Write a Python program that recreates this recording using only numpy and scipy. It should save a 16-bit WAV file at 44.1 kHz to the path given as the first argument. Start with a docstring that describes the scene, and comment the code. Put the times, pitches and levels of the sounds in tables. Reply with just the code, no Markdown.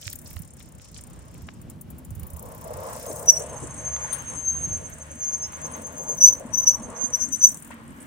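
"""A car park beside a road, heard from a stereo camera on the frame of a bicycle that coasts to a stop.
Further off, two cars roll past on humming tyres and the first pulls away. The asphalt rumbles up through
the frame, cracks thump and loose parts chatter. Close to the microphones the freewheel pawls tick as the
wheel slows and the brake pad hisses on the disc. In front of it all the disc squeals: in swells as its
high spots pass the pad, in sharp shrieks when the pad grabs."""
import sys
import numpy as np
from scipy import signal
from scipy.fft import rfft, irfft, next_fast_len
from scipy.io import wavfile
from scipy.ndimage import uniform_filter1d, map_coordinates

SR = 44100
rng = np.random.default_rng(int(sys.argv[2]) if len(sys.argv) > 2 else 0)


def generate_wav(sig):
    """Save sig (samples, or channels by samples) to the path in sys.argv[1] as 16-bit PCM at SR."""
    pcm = np.round(np.clip(np.atleast_2d(sig).T, -1, 1) * 32767).astype(np.int16)
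    wavfile.write(sys.argv[1], SR, pcm)


N = 355446
T = np.arange(N) / SR
TOP_HZ = 15900  # upper limit of the camera's sound


def undb(db):
    """Decibels to amplitude."""
    return 10 ** (np.asarray(db) / 20)


def curve(rows):
    """Columns of a table, joined by straight lines in time."""
    s, *columns = np.transpose(rows)
    return [np.interp(T, s, c) for c in columns]


def sides(pan_db):
    """Left and right gains that keep the total power; pan is left minus right."""
    left = 1 / (1 + 10 ** (-np.asarray(pan_db) / 10))
    return np.sqrt(2 * np.vstack([left, 1 - left]))


def noise(modes, alike, order=1):
    """Stereo noise of rms 1 through resonances; alike = likeness of the two channels."""
    size = next_fast_len(N, real=True)
    hz = np.fft.rfftfreq(size, 1 / SR) + 1
    power = sum(undb(db) ** 2 / (1 + ((hz - f * f / hz) / w) ** 2) ** order for f, w, db in modes)
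    mid, side = irfft(rfft(rng.standard_normal((2, size))) * np.sqrt(power), size)[:, :N]
    out = np.sqrt(1 + alike) * mid + np.sqrt(1 - alike) * side * np.array([[1], [-1]])
    return out / out.std()


def walk(rate):
    """Random levels held 1 / rate s and smoothed twice; spread near 1."""
    k = int(SR / rate)
    steps = np.repeat(rng.standard_normal(N // k + 1), k)
    return 1.527 * uniform_filter1d(uniform_filter1d(steps, k), k)[:N]


def burst(rise_s, fall_s):
    """Envelope with an exponential rise and fall, peak 1."""
    t = np.arange(int(8 * fall_s * SR)) / SR
    shape = (1 - np.exp(-t / rise_s)) * np.exp(-t / fall_s)
    return shape / shape.max()


# First car's engine, out on the road: t/s, firing f/Hz, level/dB, octave level/dB
FIRING = [(3.3, 74, -51.5, -53), (3.84, 68.83, -43, -47), (4.38, 72.3, -56, -54.5),
          (4.66, 75.77, -44, -49.5), (5.38, 75.96, -56, -59), (5.95, 86.35, -49.5, -57.5),
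          (6.1, 74.4, -67, -58)]

def engine():
    """A car pulls away: its firing tone and the octave, slightly unsteady."""
    silent_start = (FIRING[0][0] - .2, FIRING[0][1], -75, -75)
    silent_end = (FIRING[-1][0] + .3, FIRING[-1][1], -75, -75)
    hz, db, octave_db = curve([silent_start, *FIRING, silent_end])
    phase = 2 * np.pi * np.cumsum(hz + 1.523 * walk(11)) / SR
    tone = undb(db + 2 * walk(10)) * np.sin(phase)
    octave = undb(octave_db + 2 * walk(10)) * np.sin(2 * phase)
    return np.sqrt(2) * (tone + octave)


# Tyres out on the road: t/s, roar level/dB, hum level/dB, spray level/dB
TYRE_LEVELS = [(0.0, -61, -70, -61.5), (0.56, -66, -68, -70), (1.3, -63.5, -62, -66), (1.77, -60, -67, -75),
               (2.15, -63.5, -63, -69), (2.49, -44, -49, -65), (2.6, -49.5, -49, -59),
               (2.67, -41, -47.5, -57), (2.9, -40, -41.5, -52), (3.03, -41.5, -47, -54.5),
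               (3.12, -35.5, -44, -53), (3.21, -41.5, -44, -54), (3.3, -40, -52.5, -51.5),
               (3.55, -39.5, -47, -53.5), (3.59, -49, -49.5, -51.5), (4.02, -47.5, -46.5, -45),
               (4.22, -53, -48, -47.5), (4.35, -49.5, -46, -49), (4.49, -55.5, -55, -53),
               (5.07, -53.5, -57.5, -54.5), (5.57, -49.5, -47, -50.5), (6.08, -43.5, -48.5, -51.5),
               (6.22, -51.5, -53.5, -52), (6.42, -42, -46.5, -53.5), (6.53, -52.5, -49, -57.5),
               (6.89, -45, -48.5, -53.5), (6.93, -46.5, -44, -54), (7.39, -57.5, -58.5, -53),
               (7.7, -58, -53.5, -55.5), (8.06, -57.5, -56, -56.5)]
# Their upper hiss: t/s, level/dB
HISS_LEVELS = [(0, -76), (2.8, -74), (3.7, -61), (4.1, -57), (4.5, -62), (4.7, -58), (5.0, -65), (6.0, -66),
               (8.06, -66)]
# Bands of the low roar, tread hum (a dull set, a bright set) and spray: f/Hz, width/Hz, level/dB
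ROAR_MODES = [(501.5, 126, 0.5), (621, 142, 0)]
HUM_MODES = [
    [(866, 170, -2.5), (980, 530, -1)],
    [(1070, 330, -0.5), (952, 550, -4)],
]
SPRAY_MODES = [(1440, 260, -0.5), (1720, 360, 0), (2150, 400, -5)]
# Each car straight ahead of the camera: t/s
AHEAD_S = [3.58, 6.77]
NEXT_CAR_S, SWEEP_PER_S, PORT_LAG_MS = 5.0, 0.83, 0.48  # sweep is speed over distance

def cars():
    """Tyre noise in the resonances of tread and wheel arch reaches the nearer microphone first."""
    roar_db, hum_db, spray_db = curve(TYRE_LEVELS)
    waver_db = 1.1 * walk(22)
    bright = np.clip(0.57 + (hum_db - roar_db) / 14, 0, 1)
    roar = undb(roar_db + waver_db + 1.84 * walk(40)) * noise(ROAR_MODES, 0.87, order=2)
    hum_gain = undb(hum_db + waver_db + 1.6 * walk(30))
    dull_hum = np.sqrt(1 - bright) * noise(HUM_MODES[0], 0.57, order=3)
    bright_hum = np.sqrt(bright) * noise(HUM_MODES[1], 0.51, order=3)
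    spray = undb(spray_db + .5 * waver_db + 1.65 * walk(15)) * noise(SPRAY_MODES, 0.24)
    hiss = undb(curve(HISS_LEVELS)[0] + 1.5 * walk(12)) * noise([(2900, 900, 0)], .4, order=2)
    tyres = roar + hum_gain * (dull_hum + bright_hum) + spray + hiss
    angle = np.arctan(SWEEP_PER_S * (np.where(T < NEXT_CAR_S, *AHEAD_S) - T))
    lag = uniform_filter1d(PORT_LAG_MS * np.sin(angle), size=8000) * SR / 1000
    tyres[0] = map_coordinates(tyres[0], [np.arange(N) - lag], order=1, mode="nearest")
    return sides(1.5) * tyres


# Rolling, carried up the frame to the camera: t/s, rumble level/dB, drone level/dB, boom level/dB
ROLLING = [(0.0, -48.5, -57, -55.5), (0.6, -48, -54, -61), (.75, -51.5, -55, -61), (1.1, -48.5, -55.5, -59),
           (1.3, -49.5, -55, -59), (1.43, -47, -45, -50.5), (1.7, -47, -47, -50), (1.95, -50, -49, -52.5),
           (2.2, -47.5, -45.5, -55.5), (2.7, -47, -51.5, -57), (3.2, -49, -51.5, -54),
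           (3.7, -45.5, -49.5, -52.5), (4.42, -50, -52.5, -51.5), (4.69, -40, -53, -56),
           (4.89, -49.5, -54, -54), (6.0, -52.5, -50.5, -48), (6.8, -50.5, -50, -50),
           (7.4, -54.5, -53, -48.5), (8.06, -55.5, -56, -48)]
# Resonances of the rumble, frame drone and seat boom: f/Hz, width/Hz, level/dB
RUMBLE_MODES = [(50.13, 13, -8.5), (73, 22, 1), (101, 35.6, -1.5)]
FRAME_MODES = [(148.7, 57, 0.5), (186, 44, -4.5)]
SEAT_MODES = [(238, 65, 1), (299.4, 85, -7.5)]

def road():
    """The asphalt shakes the frame in lumps."""
    rumble_db, drone_db, boom_db = curve(ROLLING)
    lumps = walk(15)
    rumble = undb(rumble_db + 2.5 + 2 * lumps) * noise(RUMBLE_MODES, 0.49) * sides(0.034)
    drone = undb(drone_db + 1.4 * lumps + 1.5 * walk(25)) * noise(FRAME_MODES, 0.81, order=2)
    boom = undb(boom_db + 1.2 * lumps + 2.6 * walk(25)) * noise(SEAT_MODES, 0.73, order=2)
    return rumble + drone + boom


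# Cracks under the wheels, just below the camera: t/s, level/dB, ring f/Hz, pan/dB
CRACKS = [(0.063, -30, 99.6, -12), (0.36, -27, 87, -19), (0.399, -28.5, 152, -15), (1.151, -38, 72, -2.5),
          (1.429, -33, 80, -7), (2.08, -34, 69.5, 5), (2.113, -27.5, 95, -12), (2.164, -28, 88, -13),
          (2.222, -27.5, 75, -14), (2.333, -27.5, 77.6, -8), (2.78, -35.5, 91.5, -1.0),
          (3.619, -32.5, 129, 10), (6.45, -28.5, 234, 3), (7.037, -30, 247, -2.0), (7.282, -33.5, 255, 4)]
THUMP_DECAY_CYCLES = 1.28

def thumps():
    """The frame rings for a few cycles after each crack."""
    out = np.zeros((2, N))
    for s, db, hz, pan_db in CRACKS:
        shape, i = burst(0.0048, THUMP_DECAY_CYCLES / hz), int(s * SR)
        ring = shape * np.sin(2 * np.pi * hz * T[:len(shape)])
        out[:, i:i + len(shape)] += sides(pan_db) * undb(db) * ring
    return out


# Spells of chatter near the camera: t/s, level/dB, rise/s, fall/s (each over 20 dB)
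CHATTER = [(0.069, -45, 0.11, .1), (.27, -55, 0.022, 0.26), (.61, -57, 0.047, 0.12),
           (.83, -56, 0.059, 0.18), (.97, -53, 0.068, 0.081), (1.48, -65, 1, 0.21), (1.71, -61, 0.03, .02),
           (3.0, -53.5, 0.71, 0.61)]

def rattle():
    """Rough asphalt shakes loose parts into a dense, uneven patter of small metal clicks."""
    timing, strength = rng.random((2, N))
    clicks = (timing < 260 / SR) * undb(-5.5 * np.log(strength + 1e-9))
    patter = signal.fftconvolve(clicks, burst(0.00037, 0.0029))[:N]
    patter /= np.sqrt(uniform_filter1d(patter ** 2, int(.08 * SR)) + 0.00078)  # evens out the level
    spells_db = [db - 20 * np.maximum((s - T) / rise, (T - s) / fall) for s, db, rise, fall in CHATTER]
    metal = noise([(2280, 1800, -8.5), (3900, 3200, -7), (5500, 1200, 3), (7020, 1800, 1.5)],
                  0.066, order=2)
    return undb(np.max(spells_db, axis=0) + 2.5) * (0.75 + .8 * patter) * metal


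# Close clicks and knocks, low throbs from the road: t/s, peak level/dB, pan/dB, f/Hz, width/Hz, length/s
NOISE_BURSTS = [(0.028, -30, -14, 4020, 2300, 0.0029), (0.056, -31, -10, 4500, 2500, .003),
                (0.079, -14.5, -20, 3630, 4170, 0.0014), (0.127, -33, -17, 4830, 2300, 0.0046),
                (.134, -30.5, -17, 3000, 3000, .002), (.260, -34, -8, 5340, 2300, 0.0065),
                (0.311, -38, -11, 3000, 2500, .002), (0.367, -30.5, -14, 2120, 2600, 0.0033),
                (0.604, -36, 12, 2600, 2600, 0.0017), (0.61, -40, 12, 2900, 2300, .006),
                (0.798, -39.5, -4, 2600, 2600, .002), (0.856, -43, -2, 3200, 2600, 0.0018),
                (0.944, -33, -13, 5660, 3000, 0.0058), (0.964, -32.5, 10, 3630, 2300, .004),
                (0.992, -34.5, -7, 2500, 2300, 0.0024), (1.35, -44, 0, 2500, 1200, 0.0036),
                (1.488, -27.5, 3, 2100, 1500, 0.0038), (1.486, -33.5, 6, 1000, 895, .008),
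                (2.234, -38.5, 0, 2980, 3000, 0.0033), (2.363, -46, 0, 2500, 2500, .003),
                (3.098, -28, -2, 400, 250, 0.027), (3.278, -29, 2, 525, 220, 0.018),
                (3.4, -26, 0, 523, 200, 0.023), (3.625, -29, 1, 377, 250, 0.032),
                (3.964, -26, -16, 1700, 1500, 0.004), (3.964, -37, -18, 3250, 1000, 0.0037),
                (4.044, -31, 3, 880, 200, 0.021), (4.125, -14.5, 22, 9230, 600, .03),
                (4.127, -31, 14, 13600, 2300, 0.022), (4.129, -33, 0, 3730, 1190, 0.016),
                (4.899, -36, 7, 12600, 2300, 0.0079), (5.532, -35, -1, 1930, 1990, 0.0049),
                (5.722, -27, 7, 9400, 600, 0.0052), (5.99, -32, 2, 500, 200, .03),
                (6.09, -30, 2, 500, 200, .04), (6.4, -31, 2, 520, 250, .04),
                (6.172, -32, 3, 14300, 2000, .004), (6.171, -35, 3, 8260, 1500, 0.0047),
                (7.082, -36, 5, 8400, 2010, .006), (7.622, -32, 1, 9000, 900, .005),
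                (7.705, -32, 5.5, 905, 600, .014), (7.713, -32.5, 3, 1700, 1095, 0.026),
                (7.878, -42, 7.5, 8930, 2000, .008), (7.906, -41, 3, 9000, 2000, 0.0049),
                (8.003, -35, -2.5, 8830, 2320, 0.013), (8.016, -38, 3, 9100, 2000, 0.011),
                (8.026, -39, -2, 9040, 2000, 0.0098)]

def knocks_and_throbs():
    """Short noise bursts: close clicks and knocks, and low throbs in the passing cars' tyre roar."""
    out, grit = np.zeros((2, N)), rng.standard_normal((2, N))
    for s, db, pan_db, hz, width_hz, length in NOISE_BURSTS:
        shape, i = burst(rise_s=0.13 * length, fall_s=length / 2), int(s * SR)
        edges_hz = [hz - width_hz / 2, min(hz + width_hz / 2, TOP_HZ)]
        push = grit[:, i:i + len(shape)] * shape[:N - i]
        push[:, 4:7] += 2.5  # a sharp onset
        pulse = signal.sosfilt(signal.butter(2, edges_hz, "band", fs=SR, output="sos"), push)
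        out[:, i:i + len(shape)] += undb(db) * sides(pan_db) * pulse / np.abs(pulse).max()
    return out


# Teeth passing the pawls; the wheel slows, cranking forward or back lowers or raises the rate: t/s, f/Hz
TOOTH_RATE = [(0.0, 34.34), (0.48, 34.37), (0.83, 30.55), (1.3, 34.01), (1.53, 11.79), (1.64, 13.82),
              (1.71, 7.93), (2.0, 13.83), (2.33, 32.78), (3.63, 28.63), (4.0, 26.53), (4.05, 27.29),
              (5.46, 21.44), (6.86, 12.44), (7.06, 15.89), (7.64, 40.75), (7.79, 17.97)]
# Pawl ticks, close and a little to the left: t/s, level/dB
TICK_LEVELS = [(0.01, -45), (0.16, -39), (0.22, -49), (.9, -52.5), (.98, -44), (1.22, -52.5), (1.54, -52.5),
               (1.7, -43.5), (2.16, -49.5), (2.27, -47), (2.55, -50), (2.9, -44), (3.16, -36), (3.53, -42),
               (4.11, -41.5), (5.03, -43.5), (7.04, -40.5), (7.43, -38), (7.49, -33), (7.55, -39),
               (7.79, -57)]
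# Hub shell resonances: f/Hz, width/Hz, level/dB
SHELL_MODES = [(7240, 1560, -4), (8600, 380, 0.5), (9256, 290, 3.5)]
# Top treble contour, which the ticks and the pad hiss each scale: t/s, relative level/dB
TOP_TREBLE = [(0, -4), (.2, 3.5), (.42, 7), (.47, -4.5), (1.2, -8.5), (1.6, 2), (2.45, 6), (2.7, 2.5),
              (3.4, -3.5), (3.45, -14), (4.15, -31), (4.19, -7), (4.35, -24), (5.0, -13.5), (5.4, -10),
              (5.75, -5.5), (6.3, -3), (6.6, -20), (7.4, -15), (7.52, -3), (8.06, 1)]
FIRST_TICK_S, STOP_S = .0105, 7.79

def freewheel():
    """At every tooth the pawls drop, a little unevenly; the hub shell rattles briefly and rings out."""
    turning = (T >= FIRST_TICK_S) * (T < STOP_S)
    teeth = np.cumsum(curve(TOOTH_RATE)[0] * turning) / SR
    at = np.searchsorted(teeth, np.arange(int(teeth[-1]) + 1) + 1e-9)
    ring_scatter, sparkle_scatter, jitter = rng.standard_normal((len(at), 3)).T
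    at = np.clip(at + (0.00087 * SR * jitter).astype(int), 0, N - 1)
    drops = np.zeros((2, N))
    drops[:, at] = undb([2.6 * ring_scatter, 2.8 * sparkle_scatter])
    tick = burst(.003, 0.0039)
    shape = burst(.003, 0.014) * undb(-20)  # faint tail under the tick
    shape[:len(tick)] += tick
    shake = signal.fftconvolve(drops, shape[None], axes=1)[:, :N] * undb(2.36 * walk(500))
    ring = noise(SHELL_MODES, 0.045, order=2)
    sparkle = noise([(10000, 1600, -2.5), (14300, 5000, -0.5)], 0.099, order=2)
    sparkle *= undb(1.1 * curve(TOP_TREBLE)[0] - 0.1)
    return undb(curve(TICK_LEVELS)[0] - 0.9) * (shake[0] * ring + shake[1] * sparkle) * sides(4.2)


# Brake pad hiss, close by: t/s, level/dB
PAD_LEVELS = [(0.0, -58), (0.22, -62), (0.42, -68), (0.47, -76), (2.38, -70), (2.69, -63.5), (2.95, -51),
              (3.28, -45), (4.0, -49), (4.6, -49), (5.9, -56.5), (6.3, -48), (6.45, -56), (6.7, -50),
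              (7.36, -49.5), (7.5, -44.5), (7.77, -66.5), (8.06, -58.5)]
# Higher disc modes that friction sets ringing, here and in the shrieks: f/Hz, width/Hz, level/dB
HIGH_DISC_MODES = [(7400, 70, 3), (7660, 70, 4), (7830, 90, 4), (8200, 70, 6), (8200, 60, 6), (8860, 80, 4),
                   (9220, 90, 5), (9420, 90, 4)]

def pad_hiss():
    """The pad rubs on the disc with a gritty hiss, and a thinner hiss above it."""
    pad_bands = [(7260, 1260, -6.5), (8110, 910, -1), (8970, 530, 1), (6270, 1070, -4)]
    pad = noise(pad_bands + HIGH_DISC_MODES, 0.056, order=3)
    top = noise([(10460, 2200, 0), (13300, 2600, -1.5), (14900, 1840, -1.693)], 0.066, order=2)
    top_db = 1.26 * curve(TOP_TREBLE)[0] - 3 + 1.4 * walk(28)
    grit_db = 2 * walk(90) + 2.2 * walk(400) + 2 * walk(11)
    return sides(2.2) * undb(curve(PAD_LEVELS)[0]) * (undb(grit_db) * pad + undb(top_db) * top)


# High spots of the disc passing the pad, close by, one list per steady mode: t/s, level/dB, pan/dB
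HIGH_SPOTS = [
    [(3.088, -39.5, 7), (3.173, -44, 2), (3.324, -41, 5), (3.413, -39.5, 1), (3.505, -42, 2),
     (3.573, -41, -10), (3.641, -44, -21), (3.712, -39.5, -3), (3.79, -37, 2), (3.872, -29, 2),
     (3.95, -28, 0), (4.042, -31, 6), (4.125, -32.5, 8), (4.2, -37.5, 9), (4.294, -32, 2),
     (4.383, -31.5, 14), (4.491, -21.5, 8), (4.573, -30.5, -8), (4.644, -28, -1), (4.741, -27, 0),
     (4.857, -37, -4), (4.933, -44, -10), (5.02, -40, 3), (5.12, -39.5, 4), (5.235, -27, 3),
     (5.29, -29.5, 10), (5.34, -27, 5), (5.434, -29, -2), (5.547, -36, 1), (5.65, -32, 5),
     (5.748, -37.5, 6), (5.862, -34.5, 6), (5.996, -30.5, 8), (6.109, -26, 7), (6.26, -24, 2),
     (6.383, -41.5, -4), (6.698, -30, -0.5), (6.842, -38.5, -2), (6.89, -53, -2), (7.033, -24, -14),
     (7.229, -24.5, 15), (7.42, -34.5, 1.5), (7.459, -27.5, 3)],
    [(4.575, -52, 0), (4.68, -59, 0), (5.238, -44, 10), (5.346, -41, 2), (5.447, -37.5, 5),
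     (5.659, -45.5, 0)],
]
DISC_HZ, DISC_WAVER_HZ = (6375, 5575), (11., 20.)  # each mode's pitch and quick waver
SWELL_S, SWELL_S_PER_DB, SWELL_REF_DB = .032, 0.0019, -36.5  # louder swells last a little longer

def disc_swells():
    """Each mode grows and dies exponentially at a high spot and hums on faintly around it."""
    out = np.zeros((2, N))
    for hz, waver_hz, spots in zip(DISC_HZ, DISC_WAVER_HZ, HIGH_SPOTS):
        size = np.zeros((2, N))
        for s, db, pan_db in spots:
            length = SWELL_S + SWELL_S_PER_DB * (db - SWELL_REF_DB)
            near = slice(int((s - .2) * SR), int((s + .2) * SR))
            size[:, near] += sides(pan_db) * undb(db) / np.cosh(1.88 * (T[near] - s) / length) ** 2
        size += 0.25 * uniform_filter1d(size, int(.15 * SR))
        size *= undb(1.74 * np.array([walk(90), walk(90)]))
        phase = 2 * np.pi * np.cumsum(hz + 5.8 * walk(30) + waver_hz * walk(150)) / SR
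        # the vibration pattern turns with the disc, so the phase between the microphones wanders
        phase = phase + np.array([np.zeros(N), 1 + 0.85 * walk(9)])
        octave = undb(-58) * np.abs(size) ** .3 * walk(250) * np.sin(2 * phase)
        out += np.sqrt(2) * (size * np.sin(phase) + octave)
    return out


# The pad grabbing the disc, close and loud: t/s, hold/s, level/dB, pan/dB, start f/Hz, glide/Hz
PAD_GRABS = [(3.288, 0.015, -5.5, 2.5, 5923, -39), (3.33, 0.013, -30, -5, 5760, -58),
             (3.361, 0.016, -24.5, 2, 5840, 40), (3.399, .004, -37, 0, 5760, 0),
             (6.181, 0.0094, -28, 11, 6090, -31), (6.212, 0.027, -12.5, 3, 5936, 16.5),
             (6.238, 0.009, -3, 0, 6050, 49), (6.253, .002, -6, -4, 6060, 0),
             (6.256, 0.0099, -8.5, 9, 5950, 20), (6.274, .005, -8, 6, 6000, 22),
             (6.283, .005, -9.5, 3, 6010, 0), (6.298, 0.0066, -18, 7, 6140, -17),
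             (6.32, 0.018, -20.5, 1, 6070, -30.5), (6.54, 0.008, -18.5, 11, 5984, -10),
             (6.554, .004, -19, 9, 5975, -5), (6.574, 0.029, -16, 7, 6050, 49),
             (6.621, 0.021, -23.5, 4, 6090, -37), (6.672, 0.013, -9.5, 4, 5900, 60),
             (6.691, .004, -8, 2, 6000, 40), (6.7, .015, -18, 5, 5990, 0),
             (6.717, 0.037, -22.5, 7, 5914, 69.5), (6.964, .012, -38.5, 8, 5900, -12),
             (7.137, 0.02, -17.5, 5.5, 5964, 3), (7.205, 0.034, -23, 11, 5875, 109.5),
             (7.324, 0.027, -20, 10.5, 6080, 11.5), (7.417, 0.02, -18.5, 4.5, 5970, 41),
             (7.44, 0.01, -3.5, 0, 6013, 65.5), (7.456, .003, -9, -4, 6100, 9.5),
             (7.468, .004, -12.5, 0.5, 6066, -30), (7.473, .007, -19.5, 1, 6000, -22),
             (7.511, 0.011, -35.5, -7, 5980, -1)]
GROW_DB_S, HOLD_DB_S, DIE_DB_S = 1303, 116, 1999  # a grab grows, swells through the hold and lets go
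SNAP_DB, SNAP_DB_S = -8, 2800  # the last part of the growth snaps in
RING_DB, RING_DB_S = -21, 299  # afterwards the disc rings on more faintly

def grabs():
    """Level, pan and pitch of the shriek: the strongest grab of the moment leads."""
    db, pan_db, hz = np.full(N, -90.), np.zeros(N), np.full(N, 6000.)
    for s, hold, top_db, side_db, start_hz, glide in PAD_GRABS:
        near = slice(int((s - .1) * SR), int((s + .35) * SR))
        t = T[near] - s
        early, late = np.minimum(t, 0), np.maximum(t - hold, 0)
        attack_db = np.maximum(SNAP_DB_S * early, SNAP_DB * (t < 0) + GROW_DB_S * early)
        hold_db = -HOLD_DB_S * np.clip(hold - t, 0, hold)
        release_db = np.maximum(-DIE_DB_S * late, RING_DB - RING_DB_S * late)
        grab_db = top_db + attack_db + hold_db + release_db
        leads = grab_db > db[near]
        db[near] = np.where(leads, grab_db, db[near])
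        pan_db[near] = np.where(leads, side_db, pan_db[near])
        hz[near] = np.where(leads, start_hz + glide * np.clip(t / hold, 0, 1), hz[near])
    return (uniform_filter1d(track, size=150) for track in (db, pan_db, hz))


# Rasp of the slipping pad: f/Hz, width/Hz, level/dB
RASP_BANDS = [(3300, 500, -20), (4450, 500, -17), (6200, 1250, -2), (8250, 1800, -6), (11900, 1700, -4.5),
              (14500, 2800, -12.5)]
RASP_TAIL_S = 0.0073

def disc_shrieks():
    """At each grab a looser mode sings with a faint octave; hard slips add rasp and higher modes."""
    db, pan_db, hz = grabs()
    size = undb(db)
    phase = 2 * np.pi * np.cumsum(hz + 12.9 * walk(150)) / SR + np.array([[0], [1.8]])
    # the tone grows clean; the energy stored so far spills into neighbour modes, which beat against it
    stored = signal.lfilter([1 / (0.033 * SR)], [1, 1 / (0.038 * SR) - 1], size)
    rough = np.clip(0.09 + 0.17 * stored / (size + 1e-6), 0, 1)
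    neighbours = np.array([walk(220) + 1j * walk(220) for _ in range(2)])
    beating = (1 + rough * neighbours) / np.sqrt(1 + 2 * rough ** 2)
    tone = np.sqrt(2) * np.imag(beating * (np.exp(1j * phase) + undb(-20) * np.exp(2j * phase)))
    # the rasp grows faster than the tone and lingers
    slip = size * undb(-24 + .6 * (db + 12))
    slip = signal.lfilter([1 / (RASP_TAIL_S * SR)], [1, 1 / (RASP_TAIL_S * SR) - 1], slip)
    rasp = slip * undb(3 * walk(250)) * noise(RASP_BANDS + HIGH_DISC_MODES, 0.2, order=2)
    return sides(pan_db) * (size * tone + rasp)


def scene():
    """All sources at the camera; the ground and parked cars scatter a short echo of the squeal."""
    squeal = disc_swells() + disc_shrieks()
    tail = rng.standard_normal((2, 6000)) * undb(-60 * T[:6000] / 0.18)  # 60 dB down in 0.18 s
    tail /= np.sqrt(np.sum(tail ** 2, axis=1, keepdims=True))
    echo = undb(-13) * signal.fftconvolve(squeal, tail, axes=1)[:, :N]
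    foreground = squeal + echo + freewheel() + pad_hiss()
    return foreground + knocks_and_throbs() + rattle() + road() + thumps() + cars() + engine()


def record(dry):
    """The camera cuts the deep bass, rounds the loudest peaks and cuts the top."""
    bass_cut = signal.sosfilt(signal.butter(2, 30, "high", fs=SR, output="sos"), dry)
    rounded = .9 * np.tanh(bass_cut / .9)
    return signal.sosfilt(signal.ellip(10, .2, 80, TOP_HZ, fs=SR, output="sos"), rounded)


dry = scene()
out = record(dry)
generate_wav(out)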